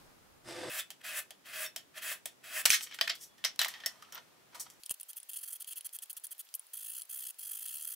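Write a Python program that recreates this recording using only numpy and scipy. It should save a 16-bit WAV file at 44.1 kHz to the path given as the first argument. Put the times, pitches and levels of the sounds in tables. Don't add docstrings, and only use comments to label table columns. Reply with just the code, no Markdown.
import sys
import numpy as np
from scipy import signal
from scipy.fft import rfft, irfft, next_fast_len
from scipy.io import wavfile
from scipy.ndimage import uniform_filter1d

SR = 44100
rng = np.random.default_rng(int(sys.argv[2]) if len(sys.argv) > 2 else 0)


def persist_wave(psi):
    counts = np.round(np.clip(psi, -1, 1) * 32767).astype(np.int16)
    wavfile.write(sys.argv[1], SR, np.atleast_2d(counts).T)


def elevation(decibels):
    levels = np.asarray(decibels, float)
    return 10 ** (levels / 20)


N = 350595
TIME = np.arange(N) / SR
QUICK_S, RACING_S = 0.698, 4.8

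# (frequency [Hz], width [Hz], level over the colour [dB])
LOOSE_STEEL = [
    [(300, -38.5), (650, -15.5), (1100, -13.5), (1800, -9), (3500, -7.5), (6000, -9), (11000, -11), (16000, -15.5)],
    [(1850, 130, 2), (3120, 130, 3), (5650, 83, 4), (14000, 300, 1.5)],
]
RACING_STEEL = [
    [(530, -50), (900, -44), (1800, -26), (2330, -36.5), (3000, -22), (3800, -28.5), (6300, -21), (8300, -14), (9400, -17.5), (16000, -12.5)],
    [(1380, 58, 7), (2655, 150, 8.5), (3250, 246, 10.5), (4500, 450, 0.8), (6520, 56, -2.5), (8940, 240, 6.5), (7700, 280, -8.5), (9800, 220, 14), (10400, 265, 13), (11000, 80, 3.5), (12100, 140, 1), (12000, 120, -3), (13000, 490, 3)],
]


def strokes():
    # (frequency [Hz], width [Hz], level over the colour [dB])
    natural_steel = [
        [(59, -44), (90, -9), (125, 4.5), (175, -13), (289, -8), (350, -3), (442, -19.5), (513, -9), (1280, -18.5), (1580, -13), (8110, -26.5), (11000, -27.5), (12300, -36), (16000, -39)],
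        [(347, 135, 11.5), (501, 15, 13.5), (4970, 240, 3), (5500, 200, -8), (8170, 460, 5), (2030, 150, -6), (3500, 160, 2)],
    ]
    quick_steel = [
        [(180, -69.5), (300, -18), (470, -17), (624, -6), (946, -16), (1750, -6), (2250, -10.5), (2570, -10.5), (4300, -16), (6200, -15), (9710, -13.5), (16000, -12.5)],
        [(636, 39, 6.5), (2610, 160, 2), (3200, 140, -1), (7660, 240, 0), (9800, 500, 2)],
    ]
    # (file touches [s], teeth bite [s], file lifts [s], bite level [dB], crest level [dB])
    full_strokes = [
        (0.441, 0.484, 0.677, -46, -45.5),
        (.6, 0.69, 0.786, -46, -42.5),
    ]
    # (time [s], effort [dB], sizzle against the rasp [dB])
    quick_pushes = [
        [(1.026, -70, -14), (1.044, -46.5, -1.5), (1.09, -44, -2), (1.132, -45.5, -3), (1.166, -43, 3),
         (1.192, -41.5, 5), (1.26, -80, 2)],
        [(1.44, -70, -17), (1.46, -52, -4), (1.524, -51.5, -5), (1.538, -44.5, -4.5), (1.636, -42.5, 4),
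         (1.666, -45, 1), (1.72, -83, -3)],
        [(1.93, -85, -11), (1.944, -62.5, -7), (1.982, -43, -2), (2.01, -59, -8), (2.024, -45, 0.5),
         (2.128, -40, 1.5), (2.192, -75, 2.5), (2.2, -74, 1.5)],
        [(2.42, -82, -20), (2.442, -53.5, -3), (2.516, -49, -2.5), (2.554, -40.5, 0.5), (2.588, -40, 2),
         (2.616, -41, 1.5), (2.63, -62, 4.5), (2.646, -54, -2.5)],
    ]
    snag_scrapes = [
        (1.016, -54, 6.4, 4, -7),
    ]
    slide_scrapes = [(2.708, -28.5, 1.4, 26, 1), (2.746, -27, 23, 15, -4), (2.833, -52, 15, 18, 14),
                     (2.916, -57, 2.62, 14, -27), (2.947, -47, 34, 7.3, -14.5), (3.03, -47.5, 19, 37, -3),
                     (3.079, -29, 1.3, 3.1, -15), (3.101, -30, 6.8, 15.3, -23), (3.157, -67, 7.3, 13, 14),
                     (3.211, -66.5, 1.5, 23, 14), (3.24, -65, 27, 21, 15.5)]
    seating_scrapes = [(3.66, -40.5, 2.9, 5.1, -11), (3.69, -61.5, 49, 390, -4), (3.845, -75, 17, 3, -32),
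                       (4.022, -81, 7.4, 57, -24), (4.132, -56, 4.9, 23, -3), (4.18, -51, 15, 12.5, -16),
                       (4.532, -64.5, 8.4, 23, -13.5), (4.548, -52.5, 1.9, 29, 1),
                       (4.5985, -66, 1.3, 15, 27.5), (4.611, -67, 4.7, 20, 26), (4.668, -58, 6.4, 9.9, -18),
                       (4.705, -71.5, 6.8, 30, 12)]
    natural_sizzle, natural_drone = (-6.5, -8.5, -10.5, 24), (-4.5, -11.5, -3.5, 5)
    quick_sizzle, quick_drone = (-3.5, -4, 3.5, -3), (-12.5, -13, -12.5, -49)
    push_drone_db = -13.5

    def layers(rasp, low_hz, mid_hz, top_hz=5960):
        return [band(rasp, mid_hz, 5000), band(rasp, top_hz, 17000), band(rasp, low_hz, mid_hz)]

    first = teeth(natural_steel, per_s=4000, spread_db=4.0, t60=0.042, same=0.81, spot_s=0.054)
    quick = teeth(quick_steel, per_s=10000, spread_db=3.5, t60=0.081, same=0.75, spot_s=0.04)
    loose = teeth(LOOSE_STEEL, per_s=5000, spread_db=3, t60=0.04, same=0.6, spot_s=0.05)

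    slow_moves = [stroke(*full_strokes[0], natural_sizzle, natural_drone)]
    quick_moves = [stroke(*row, quick_sizzle, quick_drone) for row in full_strokes[1:]]
    quick_moves += [[(*row, push_drone_db) for row in push] for push in quick_pushes]
    quick_moves += scrapes(snag_scrapes, drone_db=-31)
    loose_moves = scrapes(slide_scrapes, drone_db=-68.5) + scrapes(seating_scrapes, drone_db=0)

    slow = played(slow_moves, layers(first, 76, 500))
    brisk = played(quick_moves, layers(quick, 420, 1290))
    handled = played(loose_moves, layers(loose, 460, 1200, 5300))
    return np.where(TIME < QUICK_S, slow, brisk) + handled


def stroke(touch, bite, lift, bite_db, crest_db, sizzle, drone):
    touch_s, bite_s, hold_s, lift_s = 0.0082, 0.0044, 0.011, 0.041
    silent_db, touch_db = -81, -58.5
    s = [touch - touch_s, touch + touch_s, bite - bite_s, bite,
         lift, lift + hold_s, lift + lift_s, lift + 2 * lift_s]
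    db = [silent_db, touch_db, touch_db + 9, bite_db,
          crest_db, crest_db + 1.5, crest_db - 12, silent_db]
    phase = [0, 0, 0, 1, 2, 2, 3, 3]
    return np.transpose([s, db, np.take(sizzle, phase), np.take(drone, phase)])


def scrapes(rows, drone_db):
    out = []
    for s, db, rise_ms, fall_ms, sizzle in rows:
        start, end = s - rise_ms / 250, s + fall_ms / 250
        out.append([(start, db - 40, sizzle, drone_db),
                    (s, db, sizzle, drone_db),
                    (end, db - 40, sizzle, drone_db)])
    return out


def teeth(body, per_s, spread_db, t60, same, spot_s, count=6):
    catch = (rng.random(N) < per_s / SR) * rng.choice([-1, 1], N)
    catch = catch * elevation(spread_db * np.minimum(rng.exponential(1, N), 4))
    spot = (TIME / spot_s + 3 * rng.random(N)).astype(int) % count
    t = TIME[:SR // 8]
    rung = np.zeros((2, N))
    for k in range(count):
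        modes = pair(len(t), same) * elevation(-60 * t / t60)
        modes = modes / np.linalg.norm(modes[0])
        rung += signal.oaconvolve((catch * (spot == k))[None], modes, axes=1)[:, :N]
    return coloured(rung + elevation(-4) * catch, steel(body))


def played(tables, layers):
    out = np.zeros((2, N))
    for rows in tables:
        s, db, *rest = np.transpose(rows)
        span = slice(round(s[0] * SR), round(s[-1] * SR))
        for layer, rel_db in zip(layers, [0, *rest]):
            out[:, span] += layer[:, span] * elevation(np.interp(TIME[span], s, db + rel_db))
    return out


def knocks():
    set_down = [
        (0.9043, -21.5, 3200, -8.5, 0.11),
        (1.307, -24.5, 3250, -9, 0.086),
        (1.7616, -16, 3160, -7.5, 0.14),
        (2.2567, -15, 3500, -4, 0.13),
    ]
    turned = [(2.6547, -2, 4250, -12, 0.049), (2.658, -2.5, 2270, -10.5, 0.16),
              (2.6957, -14.5, 9500, 4, 0.028), (2.7034, -6.5, 2430, -7, 0.021), (2.731, -17, 2900, 2, 0.04),
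              (2.9125, -32.5, 2400, -23, 0.043), (2.945, -25, 2840, -8.5, 0.13),
              (2.988, -26, 2330, -30, 0.051), (3.0114, -11, 2870, -23, 0.02),
              (3.0155, -20, 3960, -25, 0.051), (3.0745, -27, 1800, -12, 0.11),
              (3.0958, -24.5, 5000, -13, 0.096), (3.153, -27, 4520, -4, 0.09)]
    clamped = [(3.4404, -19, 3920, -26, 0.13), (3.448, -15, 5300, -17, 0.12),
               (3.5919, -10, 3900, -16.5, 0.23), (3.6152, -10.5, 1700, -21.5, 0.11),
               (3.647, -12.5, 2000, -14.5, 0.077), (3.684, -21, 1930, -9.5, 0.18),
               (3.739, -33, 1910, -31, 0.25), (3.8609, -8, 5340, -4.5, 0.095),
               (4.024, -38, 1230, -14, 0.095), (4.1237, -27.5, 5640, -10, 0.045),
               (4.154, -32, 2550, -24, 0.059), (4.178, -34.5, 1250, -44, 0.05), (4.701, -30, 7280, -5, 0.1)]
    more_knocks = [(2.808, -28.5, 2450, -22, 0.071), (2.866, -39, 2300, -22, .05),
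                   (2.872, -33.5, 2190, -45, 0.063), (3.803, -37.5, 3330, -24, 0.16),
                   (3.837, -32.5, 1830, -49, 0.16), (4.049, -45.5, 2640, -34.5, .06),
                   (3.381, -44, 1820, -19, 0.29), (3.56, -39, 6000, -10, 0.016), (4.739, -42, 12000, 5, .02),
                   (2.9242, -36, 2330, -33, .04), (4.5472, -35, 1500, -5, .05), (4.663, -54, 1203, -27, .05)]
    # (frequency [Hz], level [dB], t60 [s])
    blade_modes = [(665, -12, 0.052), (1820, 0.5, 0.07), (2430, -20, 0.073), (2690, 4, 0.081),
                   (3330, -5.5, 0.036), (4780, 9.5, 0.067), (5500, 6.5, 0.022)]
    out, t = np.zeros((2, N + SR)), TIME[:SR // 3]
    floor = signal.butter(3, 450, "high", fs=SR, output="sos")

    def decay(t60):
        return elevation(-60 * t / 0.017) + elevation(-1.0 - 60 * t / np.clip(t60, 0.015, 0.3))

    for s, db, ring_hz, treble_db, t60 in set_down + turned + clamped + more_knocks:
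        tilt = lambda hz: elevation((treble_db + 12.0) / (1 + (6500 / (hz + 1)) ** 6))
        bump = lambda hz: 1 + elevation(6.5) / (1 + ((hz - ring_hz) / (0.045 * ring_hz)) ** 2)
        rattle = pair(len(t), 0.78)
        rattle = evened(coloured(rattle, lambda hz: steel(LOOSE_STEEL)(hz) * tilt(hz) * bump(hz)))
        dull = coloured(rattle, lambda hz: 1 / (1 + (hz / 7000) ** 6))
        knock = dull * decay(t60) + (rattle - dull) * decay(0.8 * t60)

        click = 1. * (t == t[12])
        snap = coloured(click, lambda hz: steel(LOOSE_STEEL)(hz) * tilt(hz) * tilt(hz / 1.6) ** 0.3)
        knock = knock + elevation(27.0) * snap * (t < 0.01)

        luck = rng.standard_normal((len(blade_modes), 3))
        for (hz, mode_db, ring_s), (size, shift, side) in zip(blade_modes, luck):
            near = min(tilt(hz), 1 / tilt(hz)) / (1 + (np.log(hz / ring_hz) / 0.8) ** 2)
            turn = 2 * np.pi * hz * (1 + 0.021 * shift) * t + 0.5 * side * np.array([[-1], [1]])
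            beats = evened(uniform_filter1d(rng.standard_normal(len(t)), 130))
            fade = elevation(mode_db - 17.5 - 60 * t / ring_s)
            knock = knock + elevation(2 * size) * near * fade * np.sin(turn) * beats

        knock = signal.sosfilt(floor, knock)
        out[:, round(s * SR):][:, :len(t)] += elevation(db - 3.0) * knock / abs(knock.mean(0)).max()
    return out[:, :N]


def pings():
    # (time [s], frequency [Hz], level [dB], t60 [s])
    clear_modes = [(.797, 3554, -36, 0.05), (.8, 7660, -46, 0.067), (1.652, 3600, -38.5, 0.087),
                   (1.66, 5500, -41, 0.074), (1.762, 7220, -37, 0.026), (1.762, 5500, -35, .03),
                   (2.257, 7865, -40, 0.049), (2.257, 9720, -35.5, 0.021), (2.6585, 7920, -7.5, .012),
                   (2.6555, 2793, -22.5, 0.038), (2.6555, 1503, -37, .04), (2.696, 9380, -32, 0.24),
                   (2.7035, 2400, -7, 0.0079), (2.7035, 4470, -18, 0.016), (2.7035, 6340, -11, 0.011),
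                   (2.7035, 10160, -13, 0.0074), (2.745, 6400, -25.5, 0.062), (2.7315, 1716, -19, 0.018),
                   (2.7315, 5370, -16.5, 0.012), (2.988, 1490, -37, 0.028), (3.0118, 4940, -20, 0.035),
                   (3.024, 3406, -39, 0.054), (3.0118, 1844, -35, 0.11), (3.0118, 664, -48, 0.17),
                   (3.0118, 3407, -59, 1.5), (3.075, 1796, -26, 0.03), (3.078, 2500, -26.5, 0.02),
                   (3.0958, 4980, -25, 0.031), (3.099, 7130, -31, 0.025), (3.098, 682, -49.5, 0.12),
                   (3.099, 14000, -55, 0.033), (3.448, 5180, -25, .03), (3.448, 5910, -33.5, 0.1),
                   (3.448, 2070, -32.5, 0.047), (3.448, 14100, -35, .015), (3.5915, 3950, -22, 0.039),
                   (3.5915, 5570, -19, 0.012), (3.606, 14200, -49, .03), (3.616, 14450, -24, 0.0184),
                   (3.616, 7840, -40.5, 0.067), (3.633, 14300, -27, 0.013), (3.682, 14400, -28, .015),
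                   (3.86, 5540, -26, 0.041), (3.86, 1890, -34, 0.073), (4.124, 14300, -48, .03),
                   (4.147, 14200, -35.5, 0.024), (4.156, 14300, -52, 0.033), (4.024, 1240, -49, 0.066),
                   (4.088, 1800, -55, 0.039)]
    # (time [s], level [dB])
    vise_thuds = [
        (0.9027, -54.5),
        (1.3065, -48.5),
        (1.762, -48),
        (2.257, -46.5),
        (2.655, -38),
        (3.448, -44),
        (3.861, -45),
    ]
    thud_hz, thud_t60 = 653, 0.05
    out, t = np.zeros((2, N + SR)), TIME[:SR // 2]
    for s, hz, db, t60 in clear_modes + [(s, thud_hz, db, thud_t60) for s, db in vise_thuds]:
        smooth = max(int(SR * t60 / 16), 30)
        a, b = uniform_filter1d(rng.standard_normal((2, len(t))), smooth, axis=1)
        beats = 1 + 0.9 * (evened(a) + 1j * evened(b)) * np.minimum(t / 0.006, 1)
        side = 1.5 * (rng.random() - 0.5) * np.array([[-1], [1]])
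        turn = np.exp(2j * np.pi * hz * t + 1j * side)
        shape = np.minimum(t / 0.00053, 1) * elevation(db - 60 * t / max(t60, 0.008))
        out[:, round(s * SR):][:, :len(t)] += (turn * beats).imag * shape
    return signal.sosfilt(signal.butter(4, 480, "high", fs=SR, output="sos"), out[:, :N])


def singing(x):
    # (frequency [Hz], level [dB])
    file_modes = [
        (3460, -22),
        (5700, -24),
        (5950, -24),
        (7800, -23),
    ]
    t60 = 0.18
    r = np.exp(-np.log(1000) / (t60 * SR))
    out = 0 * x
    for hz, db in file_modes:
        resonator = [1, -2 * r * np.cos(2 * np.pi * hz / SR), r * r]
        out = out + elevation(db) * signal.lfilter([10 * (1 - r)], resonator, x)
    return out


def chirps():
    file = teeth(RACING_STEEL, per_s=12000, spread_db=2.5, t60=0.009, same=0.7, spot_s=0.05, count=8)
    file = patchy(evened(file), [0, 2330, 3800, 6300, 9400, SR], spread_db=1.2, hold_s=0.006)
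    file = evened(coloured(file, dead_bands))
    effort = np.sqrt(elevation(-0.5) * flicks() + runs())
    return file * effort + taps() + pops()


def flicks():
    # (crest [s], crest level [dB], rise over 10 dB [ms], fall over 10 dB [ms])
    lone_strokes = [(4.909, -31.5, 5.7, 13.2), (4.943, -39.5, 3, 3.6), (5.013, -38.5, 5.4, 2.5),
                    (5.097, -43, 10.3, 18), (5.176, -40.5, 12, 11.4), (5.609, -41, 8.5, 8),
                    (5.624, -39, 7.2, 4.6), (5.68, -39.5, 9.2, 4.2), (5.692, -40, 9, 4.8),
                    (5.722, -40.5, 22, 13), (5.78, -40, 23, 10.5), (5.868, -37.5, 22, 4),
                    (5.937, -45, 8.7, 4.2), (5.961, -40.5, 23, 8.1), (6.029, -38, 7.6, 13),
                    (6.1, -38.5, 3, 15.6), (6.169, -38.5, 2.5, 15), (6.246, -38, 8, 12.4),
                    (6.322, -40, 13, 10.7), (6.402, -40, 12.4, 13), (6.555, -47, 1.96, 3),
                    (7.013, -42, 3.4, 2), (7.053, -53, 2.6, 6)]
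    power = np.zeros(N + SR)
    before = 1000
    t_ms = (np.arange(2600) - before) / SR * 1000
    for s, db, rise_ms, fall_ms in lone_strokes:
        edge = np.where(t_ms < 0, (abs(t_ms) / rise_ms) ** 3, (abs(t_ms) / fall_ms) ** 3.4)
        power[round(s * SR) - before:][:len(t_ms)] += elevation(2 * (db - 10 * edge))
    return power[:N]


def runs():
    # (time [s], effort [dB], push over pull [dB])
    run_tables = [
        [(5.285, -48.5, 10), (5.356, -43.5, -7), (5.404, -46.5, 8.5), (5.52, -46.5, 3.5), (5.575, -48.5, -11.5)],
        [(6.73, -44.5, 6), (6.894, -43.5, -6), (6.945, -43.5, 3), (7.007, -43, -1)],
        [(7.09, -42.5, -6), (7.123, -43.5, 2.5), (7.216, -43.5, -1.5), (7.279, -41, -4), (7.315, -41, 13)],
        [(7.383, -45.5, 3), (7.527, -41.5, 1), (7.585, -43.5, 1), (7.653, -42, 5.5), (7.737, -41, -1),
         (7.806, -43.5, 1), (7.857, -44, -9.5), (7.896, -41.5, 2.5), (7.95, -42, 0)],
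    ]
    strokes_made = [
        (0, 3, 5, 10, 12),
        (0, 9, 12, 16),
        (0, 2, 8, 12, 14),
        (0, 7, 10, 14, 19, 24, 28, 31, 34),
    ]
    run_leans = [0.00078, 0.2, 0.46, 0]
    uneven_db, drag_db = 0.7, -17
    power = np.zeros(N)
    for rows, made, lean in zip(run_tables, strokes_made, run_leans):
        s, effort_db, push_db = np.transpose(rows)
        turn = np.interp(TIME, s, made)
        k, u = turn.astype(int), turn % 1
        way = (-1.) ** k
        effort = np.interp(turn, made, effort_db)
        db = effort + way * np.interp(k, made, push_db) / 2 + uneven_db * rng.standard_normal(64)[k]
        arch = np.sin(np.pi * u) ** 1.7 * np.exp(way * 2 * lean * (u - 0.5))
        inside = np.clip(2 * np.minimum(turn - made[0], made[-1] - turn), 0, 1)
        power += inside * (elevation(2 * (db + 3.5)) * arch + elevation(2 * (effort + drag_db)))
    return power


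def patchy(x, edges_hz, spread_db, hold_s):
    out, hop = 0 * x, 64
    for low, high in zip(edges_hz, edges_hz[1:]):
        wander = rng.standard_normal(N // hop + 1)
        wander = evened(uniform_filter1d(wander, int(hold_s * SR / hop)))
        swell = np.interp(TIME, np.arange(len(wander)) * hop / SR, wander)
        out = out + coloured(x, lambda hz: 1. * (hz >= low) * (hz < high)) * elevation(spread_db * swell)
    return out


def dead_bands(hz):
    # (frequency [Hz], width [Hz])
    dips = [
        (3800, 270),
        (5550, 200),
        (9450, 230),
        (13350, 330),
    ]
    gain = np.ones_like(hz)
    for f, width in dips:
        gain = gain * (1 - 0.49 / (1 + (2 * (hz - f) / width) ** 2))
    return gain


def taps():
    # (time [s], peak level [dB], ring [Hz], relative treble [dB])
    racing_taps = [(4.834, -34.5, 4520, -8), (4.856, -42.5, 8900, -6), (4.8602, -27.5, 5030, -7.5),
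                   (4.8935, -26, 8650, -8), (4.9982, -35.5, 9500, -6), (5.03, -30.5, 9700, -3),
                   (5.1307, -36, 13000, -15), (5.2, -36.5, 9800, -11), (5.229, -37, 9600, -8),
                   (5.332, -29, 9000, -2), (5.3715, -26, 9000, 4), (5.529, -27, 9900, 8),
                   (5.8079, -31, 10200, -14), (7.682, -29.5, 10000, -5), (5.644, -34.5, 10400, -18),
                   (5.731, -30.5, 9000, -13), (5.891, -40, 9940, -16.5), (5.9867, -30.5, 3240, 1),
                   (6.057, -42, 3350, 1), (6.1286, -30.5, 9200, 12), (6.197, -42, 10400, 4),
                   (6.2673, -28.5, 9900, 5), (6.348, -44, 3360, 1), (6.3797, -43, 13500, 6),
                   (6.45, -47.5, 13500, 17), (6.469, -52, 3200, -14), (6.488, -48, 5000, -20),
                   (6.5392, -26.5, 6000, -3), (6.548, -22, 13800, 12), (6.551, -22.5, 11900, 17),
                   (6.563, -40, 12650, 3), (6.594, -30, 9900, -2), (6.667, -43.5, 10030, -1),
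                   (7.0183, -25, 10400, -8), (7.032, -38, 10400, 2), (7.3432, -45.5, 9860, -9)]
    lag_s, snap_t60, tail_t60, tail_db = 0.0011, 0.004, 0.028, -8
    out, t = np.zeros((2, N + SR)), TIME[:SR // 16]
    decay = elevation(-60 * t / snap_t60) + elevation(tail_db - 60 * t / tail_t60)
    for s, db, ring_hz, treble_db in racing_taps:
        tilt = lambda hz: elevation(8 + (treble_db - 4) / (1 + (7500 / (hz + 1)) ** 4))
        floor = lambda hz: 1 / (1 + (2400 / (hz + 1)) ** 8)
        bump = lambda hz: 1 + elevation(7.0) / (1 + ((hz - ring_hz) / 400) ** 2)
        gain = lambda hz: steel(RACING_STEEL)(hz) * tilt(hz) * floor(hz) * bump(hz)
        tap = coloured(pair(len(t), 0.86), gain) * np.minimum(t / 0.000296, 1) * decay
        out[:, round((s + lag_s) * SR):][:, :len(t)] += elevation(db + 0.5) * tap / abs(tap.mean(0)).max()
    return out[:, :N]


def pops():
    # (time [s], thump level [dB], width [ms], snap level [dB], snap frequency [Hz])
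    pop_rows = [
        (4.9107, -33, 0.12, -15.5, 9000),
        (2.6975, -44, .5, -60, 2750),
        (2.6958, -60, .12, -17, 9500),
        (6.5525, -70, .12, -17, 12000),
    ]
    out = np.zeros(N)
    for s, db, width_ms, snap_db, hz in pop_rows:
        t = TIME - s
        snap = elevation(snap_db) * np.sin(2 * np.pi * hz * t)
        out += (elevation(db) + snap) * np.exp(-(t * 1000 / width_ms) ** 2)
    return out


def echoes(x, t60, delay_s):
    t = TIME[:SR // 2]
    tail = pair(len(t), 0.25) * elevation(-60 * t / t60) * (t > delay_s)
    tail = coloured(tail, lambda hz: 1 / (1 + (hz / 9000) ** 2))
    tail = tail / np.linalg.norm(tail[0])
    ring = lambda part: signal.oaconvolve(part[None], tail, axes=1)[:, :len(part)]
    cut = round(QUICK_S * SR)
    mono = x.mean(0)
    return np.hstack([ring(mono[:cut]), ring(mono[cut:])])


def hush():
    # (frequency [Hz], level [dB per Hz])
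    hush_colours = [
        [(15, -33), (25, -5), (405, -8.5), (1190, -12.5), (1370, -13), (2220, -18), (16000, -26.5)],
        [(25, -25.5), (130, -3.5), (300, -2.5), (1100, -8.5), (2400, -11.5), (5000, -15), (16000, -20.5)],
        [(25, -35), (320, -10.5), (640, -3), (4000, -3), (8000, -5.5), (16000, -2)],
    ]
    # (time [s], level [dB])
    hush_levels = [
        (0, -58.5),
        (.15, -61.5),
        (.69, -63.5),
        (.7, -65),
        (4.79, -63.5),
        (4.8, -61.5),
    ]
    pace = np.searchsorted([QUICK_S, RACING_S], TIME)
    out = np.zeros((2, N))
    for k, colour in enumerate(hush_colours):
        air = evened(coloured(pair(N, 0.025), lambda hz: elevation(read(colour, hz))))
        out += (pace == k) * air
    return out * elevation(np.interp(TIME, *np.transpose(hush_levels)))


def steel(body):
    colour, rings = body

    def gain(hz):
        ringing = sum(elevation(db) / (1 + (2 * (hz - f) / width) ** 2) for f, width, db in rings)
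        return elevation(read(colour, hz)) * (1 + ringing)
    return gain


def pair(size, same):
    shared, left, right = rng.standard_normal((3, size))
    same = np.clip(same, 0, 1)
    return np.sqrt(same) * shared + np.sqrt(1 - same) * np.array([left, right])


def band(x, low_hz, high_hz):
    def gain(hz):
        return 1 / np.sqrt((1 + (low_hz / (hz + 1)) ** 12) * (1 + (hz / high_hz) ** 12))
    return evened(coloured(x, gain))


def coloured(x, gain):
    size = next_fast_len(x.shape[-1])
    spectrum = rfft(x, size) * gain(np.fft.rfftfreq(size, 1 / SR))
    return irfft(spectrum, size)[..., :x.shape[-1]]


def read(points, hz):
    f, value = np.transpose(points)
    return np.interp(np.log(hz + 1), np.log(f + 1), value)


def evened(x):
    return x / np.sqrt(np.mean(x ** 2) + 1e-20)


def scene():
    slow = strokes() + knocks() + pings()
    slow = slow + singing(slow)
    fast = chirps()
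    slow_echoes = elevation(-14.5) * echoes(slow, t60=0.18, delay_s=0.011)
    fast_echoes = elevation(-17.5) * echoes(fast, t60=0.051, delay_s=0.0045)
    return slow + slow_echoes + fast + fast_echoes + hush()


def band_limit(x):
    return signal.sosfilt(signal.butter(12, 17050, fs=SR, output="sos"), x)


def record(dry):
    edge_hz, slope_hz = 15840, 45

    def band_edge(hz):
        return elevation(-36 / (1 + np.exp(np.clip((edge_hz - hz) / slope_hz, -50, 50))))
    mix = coloured(dry, band_edge)
    return band_limit(mix)


dry = scene()
out = record(dry)
persist_wave(out)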